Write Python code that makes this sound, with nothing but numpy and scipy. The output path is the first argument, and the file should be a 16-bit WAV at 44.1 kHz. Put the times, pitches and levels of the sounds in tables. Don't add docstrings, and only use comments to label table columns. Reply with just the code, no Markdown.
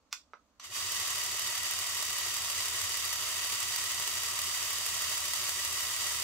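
import sys
import numpy as np
from scipy import signal
from scipy.fft import rfft, irfft, next_fast_len
from scipy.io import wavfile

SR = 44100
rng = np.random.default_rng(int(sys.argv[2]) if len(sys.argv) > 2 else 0)


def elevation(decibels):
    levels = np.asarray(decibels, float)
    return 10 ** (levels / 20)


def inscribe(sig):
    pcm = np.round(np.clip(np.atleast_2d(sig).T, -1, 1) * 32767)
    wavfile.write(sys.argv[1], SR, pcm.astype(np.int16))


N = 274743
TIME = np.arange(N) / SR
SIZE = next_fast_len(N + SR // 2)
HZ = np.maximum(np.arange(SIZE // 2 + 1) * SR / SIZE, 1)

# start_s, level_db
GEAR_RUN_UP = [(.594, -74), (.599, -52), (.625, -49.5), (.645, -43), (.69, -49.5), (.755, -34), (.9, -33.7)]
# pitch_hz, level_db (per Hz)
GEAR_HISS = [(150, -32), (300, -23), (520, -21), (850, -13), (1150, -4), (1520, -12), (2300, -5),
             (3450, -5), (4330, -8), (5200, -4), (8400, -3), (9200, -6.5), (13000, -9.5), (14600, -12),
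             (16500, -12.5)]
# pitch_hz, width_hz, level_db (over the hiss)
HOUSING = [(365, 83, 8), (445, 28, 11), (587, 55, 12.5), (757, 27, 6.5), (970, 120, 6), (1040, 86, 0.5),
           (1390, 470, 5), (1436, 44, 10)]
# pitch_hz, width_hz, level_db (over the hiss)
TUBE = [(1937, 65, 14), (2930, 180, 4), (2947, 510, 5.5), (3740, 300, 6.5), (4710, 130, 11),
        (4870, 150, 4.5), (5795, 400, 5), (6700, 470, 4), (7550, 120, 4.5), (8180, 120, 4)]
# pitch_hz, width_hz, level_db
HOLLOWS = [(513, 72, -10.5), (834, 57, -11), (1007, 4.7, -17), (1419, 21, -28), (1550, 43, -11),
           (2360, 39, -11), (3480, 56, -6.5), (4630, 68, 3), (5130, 90, -4.5)]
VALVE_DB = [-23.5, -27.5, -34, -27, -28.5, -34.5]
# pitch_hz, level_db (per Hz)
VALVE_TICK = [(300, -17), (1000, -5.5), (3000, -5.5), (6000, -1), (9000, -2), (12500, -2.5), (14500, -4.5),
              (16500, -11)]
# place_turns (0-1), swings_per_turn, peak_db
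THROBS = [(.21, 12.4, -60), (.444, 13.2, -57.5), (.27, 16.8, -60), (.661, 16.8, -57.5), (.44, 29.1, -63),
          (.866, 12, -62), (.6, 59, -59), (.3, 57, -65), (.52, 77, -69), (.68, 95, -60), (.2, 119, -63),
          (.02, 93, -63), (.72, 118, -63)]
# pitch_hz, level_db (per Hz)
RUMBLE = [(20, -15), (40, -14.5), (80, -2), (120, -7.5), (200, -19), (400, -32)]
# start_s, peak_db
PRESS = [
    (.1267, -37.5),
    (.1279, -30),
    (.1297, -38),
    (.1317, -37.5),
    (.141, -48),
    (.1455, -56),
    (.162, -61),
]
# start_s, peak_db
RELEASE = [
    (.3346, -38),
    (.3392, -38),
    (.3503, -47),
    (.358, -55),
]
# start_s, peak_db
SLACK = [
    (.5982, -35),
    (.6015, -38),
    (.640, -45),
    (.646, -41),
    (.7105, -42),
    (.7555, -40),
    (.785, -41),
]
# pitch_hz, level_db, t60_s (time to fall 60 dB)
BUTTON_MODES = [(1100, -11, .012), (1410, -6, .012), (2070, -6, .01), (2800, -9, .008), (3640, -5, .008),
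                (4340, -3, .007), (5000, -3, .006), (5570, -1, .007), (6300, -6, .006), (7200, -9, .006),
                (8100, -13, .005), (10300, -19, .004), (13000, -20, .003), (15300, -16, .003)]
# pitch_hz, level_db, t60_s
CASE_MODES = [(560, -14, .02), (1000, -9, .015), (1290, 2, .016), (1550, -7, .012), (2050, -10, .012),
              (3830, -22, .015), (4750, -23, .01), (5700, -18, .01)]
# pitch_hz, level_db, t60_s
RATTLE_MODES = [(1180, -4, .02), (2150, -9, .01), (2900, -8, .01), (4250, -5, .01), (5930, -3, .012),
                (8000, -11, .006), (11600, -14, .006)]
# start_s, pitch_hz, length_s, peak_db
KNOCKS = [
    (1.345, 680, .002, -47),
    (1.347, 414, .004, -52),
    (1.354, 600, .007, -54),
    (2.837, 95, .02, -50),
]
# pitch_hz, t60_s
ROOM_T60 = [(550, .13), (1700, .15), (5000, .21), (12000, .17)]
# pitch_hz, level_db (per Hz)
AIR = [(12, -41), (20, -13), (77, 2), (123, -15), (293, -2), (337, -13), (590, -7.5), (780, -12),
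       (1190, -8.5), (1710, -19), (6540, -21.5), (8650, -31), (16000, -38)]
# pitch_hz, width_hz, level_db
WHINES = [(4414, 100, -91), (6487, 80, -89), (7014, 100, -95), (7876, 150, -95), (13200, 40, -97)]
# pitch_hz, likeness (0-1)
LIKENESS = [(60, 0.82), (130, 0.71), (290, 0.9), (640, 0.69), (1410, 0.5), (3100, 0.16), (6820, 0.13),
            (15000, 0.075)]
# pitch_hz, level_db
LEFT_OVER_RIGHT = [(60, -1), (110, 3), (200, -10.5), (380, 1), (700, -4), (1290, -0.5), (2380, -0.5),
                   (4400, -4), (8120, 1), (15000, -4)]


def gears(flutter_db):
    level_db = np.interp(TIME, *np.transpose(GEAR_RUN_UP), left=-140)
    teeth = rng.standard_normal((2, N)) * elevation(flutter_db * (drift(160) + .5 * drift(20)))
    power = 1
    for hz, width_hz, peak_db in list(HOUSING) + list(TUBE):
        power = power + (elevation(2 * peak_db) - 1) * bump(hz, width_hz)
    hollow_db = sum(2 * depth_db * bump(hz, width_hz) for hz, width_hz, depth_db in HOLLOWS)
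    power = power * elevation(hollow_db)
    hiss = rms_one(spread(teeth, elevation(at_hz(GEAR_HISS)) * np.sqrt(power)))

    engaged = np.clip((TIME - .625) / .02, 0, 1)
    treble_db = (1 - engaged) * -14 + engaged * .07 * (level_db - level_db[-1])
    treble_db += .4 * (TIME - TIME.mean())
    treble = signal.sosfiltfilt(signal.butter(4, 8000, "high", fs=SR, output="sos"), hiss)
    hiss += (elevation(treble_db) - 1) * treble
    return hiss * elevation(level_db)


def valves(turn, decay_s):
    turns = 34
    lag_turns, early_turns, early_db = .003, .024, -14
    place = np.arange(6) / 6 + lag_turns
    place = np.r_[place, place - early_turns]
    level_db = np.r_[VALVE_DB, np.add(VALVE_DB, early_db)]
    due = (np.arange(1, turns + 1)[:, None] + place).ravel()
    chance = rng.standard_normal((len(due), 2))
    at = np.searchsorted(turn, due + .0012 * chance[:, 0])
    clicks = np.full(N + 1, 1e-18)
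    clicks[at] = elevation(np.tile(level_db, turns) + 2 * np.clip(chance[:, 1], -2, 1.5))
    puff = signal.lfilter([1], [1, -np.exp(-1 / (decay_s * SR))], clicks[:N])
    return spread(puff * rng.standard_normal((2, N)), elevation(at_hz(VALVE_TICK)))


def frame(turn, level_db):
    throbs = np.zeros(N)
    push_back_db = -11 + 2.2 * TIME
    for place, swings, peak_db in THROBS:
        length = max(1.6 / swings, .07)
        off = (turn - place + .0015 * drift(1.2) + .5) % 1 - .5
        swell_db = peak_db + 1.2 * drift(1.5) + push_back_db * (swings < 12.5)
        swell = np.exp(-.5 * (off / length) ** 2) * elevation(swell_db)
        throbs += swell * np.cos(2 * np.pi * swings * off)
    throbs = elevation(level_db) * throbs * elevation([[-.6], [.6]])
    rumble = elevation(-64.5) * rms_one(spread(rng.standard_normal((2, N)), elevation(at_hz(RUMBLE))))
    started = np.clip((TIME - .65) / .08, 0, 1)
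    return started * (throbs + rumble)


def struck(hits, modes, bass_hz, softness_hz):
    out = np.zeros((2, N))
    start_s, peak_db, pan_db = np.transpose(hits)
    at = (start_s * SR).astype(int)
    pan_db = pan_db * np.array([[.5], [-.5]])
    for hz, level_db, t60_s in modes:
        clicks = np.full((2, N), 1e-18)
        chance_db = 1.5 * rng.standard_normal((2, len(at)))
        sign = rng.choice([-1, 1], len(at))
        clicks[:, at] = sign * elevation(peak_db + level_db + chance_db + pan_db)
        fade, step = elevation(-60 / (t60_s * SR)), 2 * np.pi * hz / SR
        out += signal.lfilter([0, np.sin(step)], [1, -2 * fade * np.cos(step), fade * fade], clicks)
    return signal.sosfilt(signal.butter(3, [bass_hz, softness_hz], "band", fs=SR, output="sos"), out)


def creaked(hits, pan_db, count):
    gap_s, last_db, rise_db = .0042, -55, 4.5
    first_s = hits[0][0]
    lead = [(first_s - gap_s * k, last_db - rise_db * (k - 1)) for k in range(1, count + 1)]
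    return [(start_s, peak_db, pan_db) for start_s, peak_db in lead + list(hits)]


def knocks():
    out = np.zeros(N)
    for start_s, hz, length_s, peak_db in KNOCKS:
        since = TIME - start_s
        swell = elevation(peak_db) * np.exp(-.5 * (since / length_s) ** 2)
        out += swell * np.cos(2 * np.pi * hz * since)
    return out


def kitchen(x, delay_s):
    tail = np.zeros((2, N))
    edges_hz = [300, 1000, 3000, 8000, 18000]
    for low_hz, high_hz, (_, t60_s) in zip(edges_hz, edges_hz[1:], ROOM_T60):
        band = signal.butter(2, [low_hz, high_hz], "band", fs=SR, output="sos")
        noise = signal.sosfilt(band, rng.standard_normal((2, N)))
        tail += noise * elevation(-60 * TIME / t60_s) * (TIME > delay_s)
    tail = spread(tail, 1)[:, :SR // 2]
    tail /= np.sqrt(np.sum(tail ** 2) / 2)
    return irfft(rfft(x, SIZE) * rfft(tail, SIZE), SIZE)[:, :N]


def quiet_room():
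    air = elevation(-72) * rms_one(spread(rng.standard_normal((2, N)), elevation(at_hz(AIR))))
    for hz, width_hz, level_db in WHINES:
        whine = rms_one(spread(rng.standard_normal((2, N)), bump(hz, width_hz)))
        if hz > 10000:
            whine = whine * np.clip((TIME - .36) / .08, 0, 1)
        air += elevation(level_db) * whine
    return air


def spread(pair, gain):
    mid, side = rfft(pair, SIZE) * gain
    alike = np.clip(at_hz(LIKENESS), -1, 1)
    mid, side = np.sqrt(1 + alike) * mid, np.sqrt(1 - alike) * side
    tilt = elevation(at_hz(LEFT_OVER_RIGHT) / 2)
    lag_s = 1.15e-4 * np.minimum(HZ / 3500, 1) ** 2
    left = (mid + side) * tilt
    right = (mid - side) / tilt * np.exp(-2j * np.pi * HZ * lag_s)
    return irfft([left, right], SIZE)[:, :N]


def bump(hz, width_hz):
    return 1 / (1 + (2 * (HZ - hz) / width_hz) ** 2)


def at_hz(points):
    hz, value = np.transpose(points)
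    return np.interp(np.log(HZ), np.log(hz), value)


def drift(rate_hz):
    r = np.exp(-2 * np.pi * rate_hz / SR)
    wander = signal.lfilter([1], [1, -2 * r, r * r], rng.standard_normal(N + SR))
    return rms_one(wander[SR:])


def rms_one(x):
    return x / np.sqrt(np.mean(x ** 2) + 1e-20)


def scene():
    first_turn_s, turns_per_s, speed_up_per_s2 = .7614, 6.32544, .007276
    since = TIME - first_turn_s
    turn = turns_per_s * since + .5 * speed_up_per_s2 * since ** 2

    pumps = gears(flutter_db=.94) + elevation(-4.5) * valves(turn, decay_s=.0047)
    pump_echo = elevation(-14) * kitchen(pumps, delay_s=.003)
    shaking = frame(turn, level_db=1.1)

    press = struck(creaked(PRESS, pan_db=-4, count=4), BUTTON_MODES, bass_hz=970, softness_hz=17000)
    release = struck(creaked(RELEASE, pan_db=-4, count=0), CASE_MODES, bass_hz=423, softness_hz=6030)
    slack = struck(creaked(SLACK, pan_db=-3, count=0), RATTLE_MODES, bass_hz=800, softness_hz=13000)
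    hits = elevation(4) * press + elevation(-1.5) * release + elevation(-4) * slack
    hit_echo = elevation(-5.5) * kitchen(hits, delay_s=.0025)
    return pumps + pump_echo + shaking + hits + hit_echo + knocks() + quiet_room()


def top_cut(x):
    return signal.sosfilt(signal.butter(12, 17000, fs=SR, output="sos"), x)


def record(dry):
    treble_cut = np.clip((15770 - HZ) / 40, 0, 1)
    mix = irfft(rfft(dry, SIZE) * treble_cut, SIZE)[:, :N]
    return top_cut(mix)


dry = scene()
out = record(dry)
inscribe(out)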